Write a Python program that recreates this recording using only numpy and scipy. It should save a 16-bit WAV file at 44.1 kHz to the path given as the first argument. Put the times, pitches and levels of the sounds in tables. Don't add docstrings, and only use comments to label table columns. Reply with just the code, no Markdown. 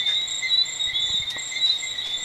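import sys
import numpy as np
from scipy import signal
from scipy.fft import rfft, irfft
from scipy.io import wavfile
from scipy.ndimage import uniform_filter1d

SR = 44100
rng = np.random.default_rng(int(sys.argv[2]) if len(sys.argv) > 2 else 0)


def dump_mix(stems):
    frames = np.atleast_2d(stems).T
    limited = np.clip(frames, -1, 1)
    pcm = np.round(limited * 32767).astype(np.int16)
    wavfile.write(sys.argv[1], SR, pcm)


N = 99092

# frequency in Hz, level in dB.
AIR_SPECTRUM = [(20, -21.5), (60, 1.5), (85, -9), (122, -2.5), (190, -6.5), (400, -7), (750, -4.5),
                (1250, -7.5), (1600, -11), (2100, -8), (2800, -13), (3700, -1.5), (4800, -15.5),
                (6600, -18.5), (8500, -24), (11800, -23.5), (14000, -33.5), (15500, -43.5)]
# pitch in Hz, level in dB, fade in dB per second.
HUM_TONES = [(120.3, -62, 0.5), (736, -60, 3.5)]
# frequency in Hz, level in dB.
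WASH_SPECTRUM = [(1750, -56), (1900, -10), (2040, -5), (2200, -8), (2450, -22), (3100, -25.5), (3350, -7.5),
                 (3550, -11), (3800, 0), (4000, -12), (4250, -16), (4600, -36), (5500, -53)]
# middle pitch in Hz, pitch range in Hz, calls per second,
# call length in seconds, wobble in Hz, level in dB.
FAR_GROUPS = [(3719, 520, 77, .12, 45, -37.5), (4005, 280, 16, 0.036, 74, -50),
              (2082, 217.7, 83, 0.055, 29.3, -48), (7360, 800, 60, 0.029, 47, -56)]
# start in seconds, pitch in Hz, level in dB.
CAMERA_BUMPS = [(0.872, 56.4, -37.5), (0.93, 60, -40), (0.996, 120, -44), (1.039, 113, -40),
                (1.068, 65, -41), (1.101, 86, -33), (1.14, 159, -35.5), (1.197, 112, -33),
                (1.213, 64.8, -36.5), (1.252, 83, -44)]
# start in seconds, level in dB.
LIGHT_KNOCKS = [(1.093, -41.5), (1.3644, -34.5)]
# pitch in Hz, level in dB, seconds to fade by 60 dB.
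KNOCK_TONES = [(351, 1.5, 0.027), (505, 0, 0.027), (600, 2.5, 0.023), (803, -2.5, 0.062), (934, 0.5, 0.04),
               (1090, 4, 0.036)]
# start in seconds, length in seconds, level in dB, brightness in dB per octave.
SHOE_SCUFFS = [(0.066, 0.061, -42, -2.5), (0.089, 0.054, -42, -2), (1.148, 0.025, -51, 6),
               (1.473, 0.04, -48, 5), (1.659, 0.071, -40, -2.5), (1.721, 0.11, -47.5, 0),
               (2.049, 0.018, -40.5, -4.5), (2.059, 0.067, -41.5, -2), (2.069, 0.15, -41.5, -13)]
# frequency in Hz, level in dB.
SCUFF_SPECTRUM = [(30, -58), (200, -26), (450, -17.5), (800, -2.5), (1300, -8), (1800, 2.5), (2700, 3),
                  (5000, 5), (8000, -2.5), (12000, -14.5), (15500, -49)]
# pitch in Hz, level in dB, seconds to fade by 60 dB.
SOLE_TONES = [(1610, -61, 0.052), (1690, -38.5, 0.11), (1860, -36.5, 0.037)]
# start, rise time and decay time in seconds, level in dB,
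# brightness in dB per octave.
GRIT_SNAPS = [(.2152, 0.00055, 0.0023, -30, -4), (0.3097, 0.00055, 0.0019, -37, 1),
              (1.2985, 0.0083, 0.013, -28, 2)]
# frequency in Hz, level in dB.
SNAP_SPECTRUM = [(500, -26), (1500, -10), (3000, 3), (6000, 1), (7500, -6.5), (11500, -12), (14000, -27),
                 (15500, -40)]
# start in seconds, wing strokes (to be rounded), pitch in Hz, level in dB.
CRICKET_CHIRPS = [(-.08, 3.35, 7480, -42.5), (0.091, 4.7, 7250, -44), (.273, 3.94, 7600, -36),
                  (0.269, 4.3, 7356, -34.5), (0.386, 5, 7490, -45), (0.476, 3, 7160, -57),
                  (.648, 4.45, 7360, -34.5), (0.652, 3.6, 7170, -44), (0.722, 4.4, 7650, -40.5),
                  (.805, 2, 7540, -43), (.828, 2.1, 7620, -40), (0.993, 3.6, 7550, -45),
                  (1.013, 4, 7060, -43), (1.056, 4.7, 7290, -37), (1.381, 4.2, 7564, -32),
                  (1.372, 4.2, 7140, -46), (1.433, 3.2, 7340, -39.5), (1.54, 4, 7465, -43),
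                  (1.53, 4.6, 7160, -46.5), (1.777, 4.1, 7600, -39), (1.794, 3.9, 7387, -35.5),
                  (1.92, 2.55, 7660, -49.5), (1.96, 3.2, 7100, -56), (2.124, 4.2, 7160, -41.5),
                  (2.168, 4.3, 7400, -39), (2.218, 3.4, 7620, -34.5)]
# start in seconds, length in seconds, pitch in Hz, level in dB,
# third harmonic in dB relative to the main tone.
FROG_PEEPS = [(-.02, 0.049, 1987, -35, -22), (.015, 0.081, 2189, -40, -27), (0.071, 0.065, 2077, -37, -28),
              (0.154, 0.058, 2125, -38.5, -35), (0.412, 0.07, 1955, -35.5, -35),
              (0.422, 0.051, 2060, -29, -19), (0.672, 0.075, 2042, -39, -25),
              (0.867, 0.063, 1976, -35, -32), (0.886, 0.052, 2053, -34.5, -34),
              (.925, 0.069, 2123, -39.5, -30), (1.056, 0.058, 1981, -39.5, -19),
              (1.219, 0.02, 2133, -33, -44), (1.312, 0.09, 1925, -40.5, -28),
              (1.357, 0.067, 2072, -41.5, -35), (1.51, 0.066, 2043, -35, -11.5),
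              (1.559, 0.021, 2122, -30, -29), (1.603, 0.037, 2040, -40, -26),
              (1.822, 0.041, 2065, -34.5, -26), (1.949, 0.056, 1970, -33.5, -27),
              (2.192, 0.049, 2017, -43, -10.5)]
# start in seconds, length in seconds, final pitch in Hz,
# slow rise in Hz, quick opening scoop in Hz (negative ones fall), level in dB.
FROG_WHISTLES = [(-.09, 0.15, 3554, 40, 0, -24), (-.08, 0.1, 3780, 22.5, -3, -23),
                 (.04, .18, 3660, 93.5, 15, -23), (.135, 0.14, 3840, 0, 2, -27.5),
                 (0.251, 0.169, 3756, 59.5, 7, -32.5), (.28, 0.14, 3844, 6, -3, -36.5),
                 (0.443, 0.075, 4130, 37, 9, -36), (0.467, 0.03, 4267, 108, 3, -36.5),
                 (0.485, .23, 3527, 85, 437.5, -37.5), (.79, 0.14, 3766, 7, -9, -22.5),
                 (.925, 0.21, 3517, 132, 331, -26.5), (.915, 0.19, 3860, 79.5, -13, -31),
                 (0.997, 0.11, 3684, 19, 2, -33), (1.057, 0.075, 4010, 82, 5, -34),
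                 (1.075, 0.18, 3809, 3, -1.5, -29), (1.118, 0.14, 3640, 73, 364.5, -27),
                 (1.265, 0.056, 3660, 3, -8, -28), (1.29, 0.21, 3857, 28, 6, -39),
                 (1.535, 0.06, 4200, 120, 0, -40.5), (1.555, 0.036, 3610, 75, 20, -31),
                 (1.63, 0.19, 3766, 57.5, 7, -25.5), (1.86, 0.11, 3837, -5.5, 8, -34),
                 (1.975, 0.065, 3860, -7, -18, -29), (2.008, 0.24, 3548, 149, 343, -30.5),
                 (2.2, 0.23, 3654, 45, -7, -34.5)]
# start in seconds, length in seconds, first pitch in Hz, rise in Hz.
NEAR_WHISTLES = [(0.476, 0.181, 3882, 171), (1.587, 0.16, 3890, 192)]
# time in the scene in seconds, level in dB.
NEAR_LOUDNESS = [
    [(.485, -32), (.503, -27.5), (.52, -20), (.543, -16.5), (.56, -22), (.571, -58), (.581, -15.5),
     (.597, -18), (.609, -19.5), (.618, -15.5), (.628, -31), (.665, -34.5)],
    [(1.585, -29), (1.606, -31), (1.63, -20.5), (1.65, -16), (1.672, -27), (1.691, -39), (1.699, -15.5),
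     (1.712, -21.5), (1.727, -32.5), (1.765, -52)],
]


def undb(db):
    return 10 ** (np.asarray(db) / 20)


def unit(x):
    return x / np.sqrt(np.mean(x ** 2) + 1e-20)


def clock(length):
    return np.arange(max(int(length * SR), 8)) / SR


def add(out, start, x):
    i = int(start * SR)
    a, b = max(i, 0), min(i + len(x), N)
    if b > a:
        out[a:b] += x[a - i:b - i]


def tone(hz, overtone_db=-99, order=2):
    phase = 2 * np.pi * np.cumsum(hz) / SR
    return np.sqrt(2) * (np.sin(phase) + undb(overtone_db) * np.sin(order * phase))


def swell(progress, attack, release):
    rise = np.sin(np.pi / 2 * np.clip(progress / attack, 0, 1))
    fall = np.sin(np.pi / 2 * np.clip((1 - progress) / release, 0, 1))
    return rise * fall


def die_away(t, fade_s):
    return np.exp(-np.log(1000) * t / fade_s)


def waver(t, rate, count=64):
    return np.interp(t * rate, np.arange(count), rng.standard_normal(count))


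def noise(spectrum, tilt_db=0):
    octave = np.log2(np.maximum(np.fft.rfftfreq(N, 1 / SR), 1))
    hz, db = np.array(spectrum).T
    gain = undb(np.interp(octave, np.log2(hz), db) + tilt_db * octave)
    return unit(irfft(rfft(rng.standard_normal(N)) * gain, N))


def garden(x, echo_db):
    t = np.arange(SR // 2) / SR
    tail = rng.standard_normal(len(t)) * die_away(t, fade_s=0.16)
    return x + undb(echo_db) * signal.fftconvolve(x, tail / np.linalg.norm(tail))[:N]


def evening_air():
    return undb(-45) * noise(AIR_SPECTRUM)


def distant_hum():
    t = np.arange(N) / SR
    return sum(undb(db - fade_db * t + 2 * waver(t, 9.2)) * tone(hz + 4 * waver(t, 20))
               for hz, db, fade_db in HUM_TONES)


def far_chorus(count=256):
    total = undb(-41 + 1.5 * waver(np.arange(N) / SR, 11)) * noise(WASH_SPECTRUM)
    for hz, range_hz, rate, length, wobble_hz, db in FAR_GROUPS:
        out, t = np.zeros(N), clock(length)
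        delay, detune = rng.random(count), rng.random(count) - .5
        wobble = [waver(t, 251) for _ in range(count)]
        for k in range(min(int(rate * (N / SR + length)) + 1, count)):
            pitch = hz + range_hz * detune[k] + 50 * (t / length - .5) + wobble_hz * wobble[k]
            add(out, (k + delay[k]) / rate - length, swell(t / length, 0.076, 0.64) * tone(pitch))
        total += undb(db) * unit(garden(out, echo_db=-0.5))
    return total


def bumps_and_knocks(bump_s=0.015):
    out, t = np.zeros(N), clock(bump_s)
    for start, hz, db in CAMERA_BUMPS:
        add(out, start, undb(db) * swell(t / bump_s, 0.26, 0.87) * np.sin(2 * np.pi * hz * t))
    t = clock(.1)
    for start, db in LIGHT_KNOCKS:
        for hz, tone_db, fade_s in KNOCK_TONES:
            ring = np.sin(2 * np.pi * (hz * t + rng.random())) * die_away(t, fade_s)
            add(out, start, undb(db + tone_db) * ring * np.minimum(t / 0.00025, 1))
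    return out


def grit(spread_db):
    sizes = np.minimum(np.repeat(rng.exponential(size=N), 24)[:N], 4)
    return unit(uniform_filter1d(undb(spread_db * sizes), size=12))


def scuffing_shoes():
    out, t = np.zeros(N), np.arange(N) / SR
    for start, length, db, bright_db in SHOE_SCUFFS:
        progress = t / length
        push = np.minimum(progress / 0.028, 1) * undb(-6.5 * np.minimum(progress, 10) ** 2)
        add(out, start, undb(db) * push * grit(spread_db=4) * noise(SCUFF_SPECTRUM, bright_db))
    return out


def dragged_sole(start=0.078, length=0.081, slips_per_s=350, fade_db=-14.5):
    out, t, ring_t = np.zeros(N), clock(length), clock(.1)
    slip_rate = slips_per_s * np.exp(.5 * waver(t, 400))
    slips = np.diff(np.floor(np.cumsum(slip_rate) / SR), prepend=0)
    for hz, db, fade_s in SOLE_TONES:
        ring = np.sin(2 * np.pi * hz * ring_t) * die_away(ring_t, fade_s)
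        rasp = unit(signal.fftconvolve(slips, ring)[:len(t)])
        add(out, start, undb(db + fade_db * t / length) * swell(t / length, 0.22, 0.23) * rasp)
    return out


def snapping_grit():
    out, t = np.zeros(N), np.arange(N) / SR
    for start, attack, decay, db, bright_db in GRIT_SNAPS:
        burst = np.minimum(t / attack, 1) * np.exp(-t / decay)
        add(out, start, undb(db) * burst * grit(spread_db=2) * noise(SNAP_SPECTRUM, bright_db))
    return out


def crickets(stroke_s=0.025, spacing_s=0.035, sag_hz=70, step_hz=14.7, wobble_hz=45):
    out, t = np.zeros(N), clock(stroke_s)
    for start, count, hz, db in CRICKET_CHIRPS:
        for k in range(round(count)):
            from_middle = k - (count - 1) / 2
            pitch = hz + step_hz * from_middle - sag_hz * (t / stroke_s - .5) + wobble_hz * waver(t, 582)
            loud = undb(db - 0.04 * from_middle + rng.standard_normal()) * swell(t / stroke_s, 0.32, 0.27)
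            when = start + k * spacing_s + 0.0015 * rng.standard_normal()
            add(out, when, loud * tone(pitch, overtone_db=-38))
    return garden(out, echo_db=-6)


def peeping_frogs(sag_hz=25, second_db=-14):
    out = np.zeros(N)
    for start, length, hz, db, third_db in FROG_PEEPS:
        t = clock(length)
        pitch = hz - sag_hz * (t / length - .5) + 12 * waver(t, 168)
        voice = tone(pitch, third_db, order=3) + undb(second_db) * tone(2 * pitch)
        add(out, start, undb(db) * swell(t / length, 0.15, 0.32) * voice)
    return garden(out, echo_db=-1)


def whistling_frogs(scoop_s=0.013, wobble_hz=8.9, flutter_db=2.5):
    out = np.zeros(N)
    for start, length, hz, rise_hz, scoop_hz, db in FROG_WHISTLES:
        t = clock(length)
        glide = hz - rise_hz * (1 - t / length) ** 2 - scoop_hz * np.exp(-t / scoop_s)
        pitch = glide + wobble_hz * waver(t, 69.5)
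        loud = undb(db - flutter_db * waver(t, 75)) * swell(t / length, 0.27, 0.48)
        add(out, start, loud * tone(pitch, overtone_db=-35.5))
    return garden(out, echo_db=-10)


def near_frog():
    out = np.zeros(N)
    for (start, length, hz, rise_hz), levels in zip(NEAR_WHISTLES, NEAR_LOUDNESS):
        t = clock(length)
        when, db = np.array(levels).T
        flutter = uniform_filter1d(np.interp(start + t, when, undb(db)), size=160)
        pitch = hz + rise_hz * (t / length) ** 2.04
        add(out, start, flutter * swell(t / length, .1, .06) * tone(pitch, overtone_db=-44))
    return garden(out, echo_db=-22)


def scene():
    animals = near_frog() + whistling_frogs() + peeping_frogs() + crickets() + far_chorus()
    person = scuffing_shoes() + dragged_sole() + snapping_grit() + bumps_and_knocks()
    return (animals + person + distant_hum() + evening_air())[None]


def record(dry):
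    return signal.sosfilt(signal.ellip(10, .2, 80, 15700, fs=SR, output="sos"), dry)


dry = scene()
out = record(dry)
dump_mix(out)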